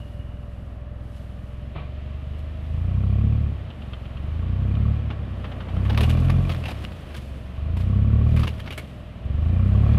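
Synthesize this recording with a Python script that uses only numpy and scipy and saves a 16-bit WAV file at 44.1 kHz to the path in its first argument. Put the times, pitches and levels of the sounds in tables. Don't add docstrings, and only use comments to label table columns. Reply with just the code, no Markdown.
import sys
import numpy as np
from scipy import signal
from scipy.fft import rfft, irfft
from scipy.io import wavfile
from scipy.ndimage import uniform_filter1d

SR = 44100
rng = np.random.default_rng(int(sys.argv[2]) if len(sys.argv) > 2 else 0)


def digitize_waveform(pressure):
    field = np.atleast_2d(pressure).T
    bounded = np.clip(field, -1, 1)
    quanta = np.round(bounded * 32767).astype(np.int16)
    wavfile.write(sys.argv[1], SR, quanta)


def voltage_ratio(decibels):
    exponent = np.asarray(decibels, float) / 20
    return 10 ** exponent


N = 440118
T = np.arange(N) / SR

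# start_s [s], peak_db [dB], length_ms [ms]
GEAR_CRUNCH = (1.746, -27.5, 68)
# pitch_hz [Hz], level_db [dB], time to fall 60 dB ring_s [s]
BLOCK_RING = [(700, 4, 0.024), (1125, 2, 0.045), (1280, -9, 0.07), (2400, -6, 0.05)]
# pitch_hz [Hz], level_db [dB per Hz]
WOOD_TONE = [(300, 9), (700, 4.5), (1200, 2), (1900, 2), (2700, 3), (3600, -2), (5000, -10.5),
             (7000, -26.5)]
IDLE_HZ = 20.91
BRUSHWOOD_S = 5.0


def colour(x, points):
    hz, db = np.transpose(points)
    size = 16384
    bins_hz = np.arange(1, size // 2 + 2) * SR / size
    log_gain = np.interp(np.log(bins_hz), np.log(hz), db) * np.log(10) / 20
    cepstrum = irfft(log_gain)
    cepstrum[1:size // 2] *= 2
    cepstrum[size // 2 + 1:] = 0
    response = irfft(np.exp(rfft(cepstrum)))[:size // 2]
    return signal.fftconvolve(x, response)[:len(x)]


def unit(x):
    return x / np.sqrt(np.mean(x ** 2))


def walk(rate):
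    hold = int(SR / rate)
    steps = np.repeat(rng.standard_normal(N // hold + 1), hold)
    smooth = uniform_filter1d(uniform_filter1d(steps, hold), hold)
    return unit(smooth[:N])


def ring(x, hz, t60):
    pole = np.exp(2j * np.pi * hz / SR - np.log(1000) / (t60 * SR))
    return signal.lfilter([1], [1, -pole], x).imag


def modes(x, table):
    return unit(sum(voltage_ratio(db) * ring(x, hz, t60) for hz, db, t60 in table))


def add(out, start_s, sound):
    i = int(start_s * SR)
    out[i:i + len(sound)] += sound[:N - i]


def burst(length_ms, scatter_db):
    t_ms = np.arange(SR // 8) / SR * 1000
    sizes = np.repeat(rng.exponential(size=len(t_ms) // 44 + 1), 44)[:len(t_ms)]
    slips = rng.standard_normal(len(t_ms)) * voltage_ratio(scatter_db * sizes)
    swell = np.minimum(t_ms / (0.22 * length_ms), 1)
    return slips * np.exp(-(t_ms / length_ms) ** 1.2) * swell


def pedal():
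    # press_s [s], release_s [s], aim_hz (rate it pulls towards) [Hz],
    # coasting_loss [Hz per s], settle_hz [Hz], ease_off_s [s]
    presses = [(1.447, 2.551, 26.35, 28, 25.5, 0.13), (2.589, 3.3, 42.75, 60, 21.8, .42),
               (4.09, 4.88, 43.81, 12.8, 26.1, 0.13), (5.616, 6.377, 52.87, 33.6, 22.1, .12),
               (7.463, 8.359, 46.05, 41.1, 19.6, .14), (9.139, 10.502, 45.14, 36.6, 19.8, .1)]
    # start_s [s], pedal_down_db [dB], pedal_up_db [dB]
    effort = [(1.5, 1, -0.5), (3, 0.35, -2), (5, -.5, 1.5), (6.5, -2.5, -1.5), (8, 1, -1.5),
              (10, 2.5, -1.5)]
    pull_s, torque_s, landing_hz = .655, .139, 3.67
    mid_hz = 31.2
    open_db, open_db_per_hz, shut_db, shut_db_per_hz = -25.5, 0.6, -29, 0.4952
    kick_db_per_hz = 0.1547
    governor_db, governor_hz = 4.5, 2.4
    fuel_on_s, fuel_off_s, fuel_edge_s = 0.078, 0.018, 0.023

    step_s = .01
    t = np.arange(0, N / SR + step_s, step_s)
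    press, release, aim_hz, loss, rest_hz, ease = np.transpose(presses)

    def held(on_delay, off_delay, edge):
        pressed = np.clip((t[:, None] - on_delay - press) / edge, 0, 1)
        let_go = np.clip((t[:, None] - off_delay - release) / ease, 0, 1)
        return pressed - let_go

    torque = held(0, 0, torque_s)
    fuel = held(fuel_on_s, fuel_off_s, fuel_edge_s).sum(axis=1)
    pull, grip = torque @ aim_hz, torque.sum(axis=1)
    last = np.searchsorted(release, t)
    loss = np.r_[loss[0], loss][last]
    rest_hz = np.r_[IDLE_HZ, rest_hz][last]
    hz, now = np.empty(len(t)), IDLE_HZ
    for i in range(len(t)):
        hz[i] = now
        climb = (pull[i] - grip[i] * now) / pull_s
        drag = (1 - grip[i]) * loss[i] * np.tanh((now - rest_hz[i]) / landing_hz)
        now += step_s * (climb - drag)

    start_s, down_db, up_db = np.transpose(effort)
    kick = kick_db_per_hz * (pull - grip * hz)
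    opened = kick + open_db + open_db_per_hz * (hz - mid_hz) + np.interp(t, start_s, down_db)
    governor = governor_db * np.exp(-((hz - rest_hz) / governor_hz) ** 2)
    shut = np.interp(t, start_s, up_db) + shut_db + shut_db_per_hz * (hz - mid_hz) + governor
    return np.interp(T, t, hz), np.interp(T, t, fuel * opened + (1 - fuel) * shut)


def firings(hz, turns, load, ragged):
    # turn_share [0 to 1], idle_db [dB], load_db [dB]
    firing_points = [(0, -3, 11.5), (0.373, 0.5, -11.5), (0.697, -39.5, 4.5)]
    pulses, puffs = np.zeros(N + 1), 0
    for share, idle_db, load_db in firing_points:
        chance = rng.standard_normal((int(turns[-1]) + 1, 2)).T
        turn = np.arange(chance.shape[1]) + share
        chance = chance * np.interp(turn, turns, ragged)
        place = np.interp(turn + .011 * chance[0], turns, np.arange(N))
        i = place.astype(int)
        scatter_db = .7 * chance[1]
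        level_db = idle_db + (load_db - idle_db) * load[i] + scatter_db
        size = voltage_ratio(level_db) / np.sqrt(hz[i]) * (i < N - 1)
        np.add.at(pulses, i, size * (1 - place + i))
        np.add.at(pulses, i + 1, size * (place - i))
        puffs = puffs + np.exp(-((turns - share) % 1) / .2)
    return pulses[:N], puffs


def exhaust(pulses, puffs, load, ragged, exhaust_db, strain_db):
    # pitch_hz [Hz], level_db [dB]
    boom_tone = [(12, -78.5), (21, 7.5), (32, -6), (44, 1.5), (58, 10), (78, 13), (125, 3.5), (200, -14),
                 (330, -22), (2000, -120)]
    # pitch_hz [Hz], level_db [dB]
    rasp_tone = [(90, -35.5), (150, -5), (190, 5), (230, -4.5), (270, -18), (480, -22), (1500, -100)]
    # pitch_hz [Hz], level_db [dB per Hz]
    bark_tone = [(60, -49.5), (125, -2.5), (220, -15), (300, -22.5), (420, -23.5), (3000, -120)]
    boom = -unit(colour(pulses, boom_tone)) * voltage_ratio(exhaust_db)
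    uneven = voltage_ratio(2 * walk(70))
    rasp = -unit(colour(pulses * uneven, rasp_tone)) * load ** 2 * voltage_ratio(exhaust_db - 11.5)
    bark = unit(colour(rng.standard_normal(N) * (.5 + puffs), bark_tone)) * ragged
    bark = bark * voltage_ratio(exhaust_db - 20.5 + 3 * load + .3 * strain_db)
    gas = unit(colour(rng.standard_normal(N) * (.3 + puffs), boom_tone)) * ragged
    gas = gas * voltage_ratio(exhaust_db - 21)
    return boom + rasp + bark + gas


def clatter_and_hiss(puffs, load, strain_db):
    # pitch_hz [Hz], level_db [dB per Hz]
    clatter_tone = [(100, -16.5), (200, -3.5), (400, -19.5), (600, -13.5), (900, -24.5), (1200, -22.5),
                    (1500, -27.5), (1900, -27.5), (5000, -88)]
    # pitch_hz [Hz], level_db [dB per Hz]
    hiss_tone = [(1500, -14.5), (1900, -8), (2500, -5.5), (3000, -5.5), (3900, -14.5), (5700, -29),
                 (8000, -35.5), (10500, -41.5), (15500, -49.5)]
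    heave = uniform_filter1d(load, SR // 4) - .4
    in_gear = np.clip((T - GEAR_CRUNCH[0] + 0.61) / 0.84, 0, 1)
    clatter_db = -47.5 + strain_db + 0.5 * heave
    hiss_db = -65 + 0.39 * strain_db + 2.5 * heave + 7.5 * in_gear
    clatter = unit(colour(rng.standard_normal(N) * (6.1 + puffs), clatter_tone)) * voltage_ratio(clatter_db)
    hiss = unit(colour(rng.standard_normal(N) * (3.6 + puffs), hiss_tone))
    return clatter + hiss * voltage_ratio(hiss_db + 0.41 * walk(12))


def knock(turns, load, exhaust_db, strain_db):
    blows = rng.standard_normal(N) * np.exp(-(turns % 1) / .09)
    ringing = modes(colour(blows, [(3000, -9), (8000, -40.0)]), BLOCK_RING)
    return ringing * load * voltage_ratio(exhaust_db + 0.5 * strain_db - 30.0)


def fan():
    # start_s [s], pitch_hz [Hz], level_db [dB]
    whine = [(0, 585.5, -53.5), (1.503, 587, -54), (2.801, 647.5, -54), (3.399, 652.3, -69.5),
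             (8.398, 651, -53.5), (8.901, 611.4, -50.5), (9.3, 583, -60), (9.98, 636.2, -49.5)]
    start_s, hz, db = np.transpose(whine)
    hz = np.interp(T, start_s, hz) * (1 + .004 * walk(30))
    return np.sin(2 * np.pi * np.cumsum(hz) / SR) * voltage_ratio(np.interp(T, start_s, db) + 2.8 * walk(26))


def whistle(hz):
    band = unit(colour(rng.standard_normal(N), [(60, 1.5), (200, -18), (600, -45)]))
    pitch_hz = 2900 + 22 * (hz - IDLE_HZ) + 40 * walk(4)
    return band * np.sin(2 * np.pi * np.cumsum(pitch_hz) / SR) * voltage_ratio(-67 + 3.8 * walk(2.8))


def engine():
    # start_s [s], strain_db [dB]
    strain = [(0, 1.5), (1.4, 1.5), (2.0, 2), (5.3, 7), (6.1, 12), (7.4, 3.5), (8.2, 7), (9.15, 3),
              (9.98, 12)]
    hz, exhaust_db = pedal()
    load = np.clip((exhaust_db + 35.5) / 14, 0, 1)
    strain_db = np.interp(T, *np.transpose(strain))
    slowing = -uniform_filter1d(np.gradient(hz) * SR, SR // 20)
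    ragged = 1 + .9 * np.clip(slowing / 25, 0, 1)
    turns = np.cumsum(hz * (1 + .004 * walk(13))) / SR
    pulses, puffs = firings(hz, turns, load, ragged)
    out = exhaust(pulses, puffs, load, ragged, exhaust_db, strain_db)
    out = out + clatter_and_hiss(puffs, load, strain_db)
    out = out + knock(turns, load, exhaust_db, strain_db)
    return out + fan() + whistle(hz)


def rustle():
    # peak_s [s], level_db [dB], swell_s [s], fade_s [s]
    stirrings = [(1.17, -65.5, 0.06, 0.065), (1.46, -75, .04, .07), (2.39, -65, .008, .015),
                 (7.2, -63.5, .12, 0.059), (6.0, -59.5, 0.16, 0.77), (6.109, -54, 0.016, 0.041),
                 (6.74, -57, 0.36, 0.21), (7.81, -54, 0.014, 0.022), (8.41, -51, 0.056, 0.08),
                 (8.8, -63, 0.25, 0.11), (9.9, -66, 0.36, 0.26)]
    # pitch_hz [Hz], level_db [dB per Hz]
    leaf_tone = [(700, -26.5), (1500, -21), (2700, -4), (6600, -19), (11000, -18), (13600, -24),
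                 (15500, -40)]
    snaps = (rng.random(N) < 120 / SR) * voltage_ratio(4 * rng.exponential(size=N))
    snaps = signal.lfilter([1], [1, -np.exp(-1 / (0.01 * SR))], snaps)
    leaves = unit(colour(rng.standard_normal(N), leaf_tone))
    stir = 0
    for peak_s, db, swell, fade in stirrings:
        stir = stir + voltage_ratio(db) * np.exp(np.where(T < peak_s, (T - peak_s) / swell, (peak_s - T) / fade))
    level = voltage_ratio(-68.5 + 2.0 * walk(5)) + stir * (unit(snaps) + 1.2) / 2
    return leaves * level + splinters(stir * (T > BRUSHWOOD_S))


def tracks():
    # start_s [s], peak_db [dB]
    clanks = [(3.701, -33.5), (3.8175, -34.5), (3.932, -30), (4.0513, -37.5), (4.1694, -37), (4.7506, -35),
              (5.1015, -27), (5.44, -27.5), (5.514, -31.5), (5.6013, -29.5), (5.6835, -33), (5.7634, -32),
              (5.8494, -26.5)]
    # pitch_hz [Hz], level_db [dB per Hz]
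    link_tone = [(350, -7.5), (620, 3.5), (900, -2), (1250, 0.5), (1700, -6.5), (2300, -4.5), (3000, -31.5),
                 (4000, -17.5), (5500, -29), (8000, -48)]
    # pitch_hz [Hz], level_db [dB], time to fall 60 dB ring_s [s]
    link_ring = [(2860, 8.5, 0.0061), (3100, -3, 0.022), (3480, -8.5, 0.028)]
    out = np.zeros(N)
    for start_s, db in clanks:
        length_ms, ringing = (10, 1.3) if start_s < BRUSHWOOD_S else (17, .45)
        rattle = burst(length_ms, 0.9)
        strike = colour(rattle, [(1500, -28.5), (2500, -3), (4000, -2.5), (7000, -29.0)])
        clank = unit(colour(rattle, link_tone)) + ringing * modes(strike, link_ring)
        add(out, start_s, clank / np.abs(clank).max() * voltage_ratio(db))

    gear_s, gear_db, gear_ms = GEAR_CRUNCH
    grind = colour(burst(gear_ms, .9), [(700, -0.5), (3800, -5), (7000, -33)])
    grind = unit(colour(grind, WOOD_TONE)) + 0.78 * modes(grind, BLOCK_RING)
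    add(out, gear_s, grind / np.abs(grind).max() * voltage_ratio(gear_db))
    thud = ring(colour(burst(gear_ms, 1.3), [(250, 4), (600, -27)]), 150, 0.27)
    add(out, gear_s, thud / np.abs(thud).max() * voltage_ratio(-29) * np.linspace(1, 0, len(thud)))
    return out


def splinters(stir):
    cracks = (rng.random(N) < 220 / SR) * voltage_ratio(3.6 * rng.exponential(size=N))
    cracks = signal.lfilter([1], [1, -np.exp(-1 / (0.0046 * SR))], cracks) * rng.standard_normal(N)
    return unit(colour(cracks, WOOD_TONE)) * stir * voltage_ratio(10)


def wood():
    # start_s [s], level_db (before a shared 2 dB cut) [dB], ring_hz [Hz],
    # treble_db (beside the broad crack) [dB]
    breaks = [(5.8962, -18, 873, -42), (5.9428, -25.5, 2780, -30), (5.9732, -16, 1094, -22),
              (6.005, -16, 680, -18.5), (6.03, -17.5, 2800, -17.5), (6.093, -22, 2900, -13),
              (6.243, -34.5, 2800, -14), (6.2806, -31, 2390, -26), (6.2958, -18, 1150, -24.5),
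              (6.4928, -21.5, 1240, -27), (6.5168, -29, 3150, -17), (6.545, -27.5, 2460, -20),
              (6.6349, -27, 2710, -42.5), (6.653, -22, 2770, -28), (6.681, -23.5, 820, -20),
              (6.704, -32, 2520, -10), (6.839, -23, 2840, -21), (7.142, -30.5, 1630, -19),
              (7.7656, -30, 972, -17), (8.3619, -25, 2430, -17), (8.393, -24, 1120, -18.5),
              (8.43, -21, 1250, -34), (8.4705, -20, 2760, -20), (8.5965, -27.5, 3160, -17.5),
              (8.659, -30.5, 1280, -44), (8.673, -27, 2260, -32), (8.7038, -23.5, 2900, -19.5),
              (8.7212, -26, 2860, -18), (8.7754, -22, 2230, -11.5), (9.931, -35.5, 696, -40)]
    out = np.zeros(N)
    for start_s, db, hz, treble_db in breaks:
        snap = burst(14, 2.8)
        body, note = unit(colour(snap, WOOD_TONE)), unit(ring(snap, hz, 0.015))
        spit_tone = [(5000, -30.0), (7000, -1.5), (10000, -3.5), (13000, -5.5), (16000, -34.0)]
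        spit = unit(colour(snap, spit_tone))
        crack = body + .5 * note + voltage_ratio(treble_db) * spit
        add(out, start_s, crack / np.sort(np.abs(crack))[-12] * voltage_ratio(db - 2))
    return out


def echoes(sharp):
    t = T[:SR // 2]
    tail = rng.standard_normal(len(t)) * np.exp(-np.log(1000) * t / 0.06) * (t > .008)
    tail = colour(tail, [(3000, -8.5), (12000, -8.0)])
    return voltage_ratio(-17) * signal.fftconvolve(sharp, tail / np.sqrt(np.sum(tail ** 2)))[:N]


def scene():
    sharp = tracks() + wood()
    return (engine() + sharp + echoes(sharp) + rustle())[None]


def roll_off(x):
    return signal.sosfilt(signal.butter(12, 15730, fs=SR, output="sos"), x)


def record(dry):
    top_cut = signal.ellip(8, .2, 60, 15700, fs=SR, output="sos")
    mix = signal.sosfilt(top_cut, dry)
    return roll_off(mix)


dry = scene()
out = record(dry)
digitize_waveform(out)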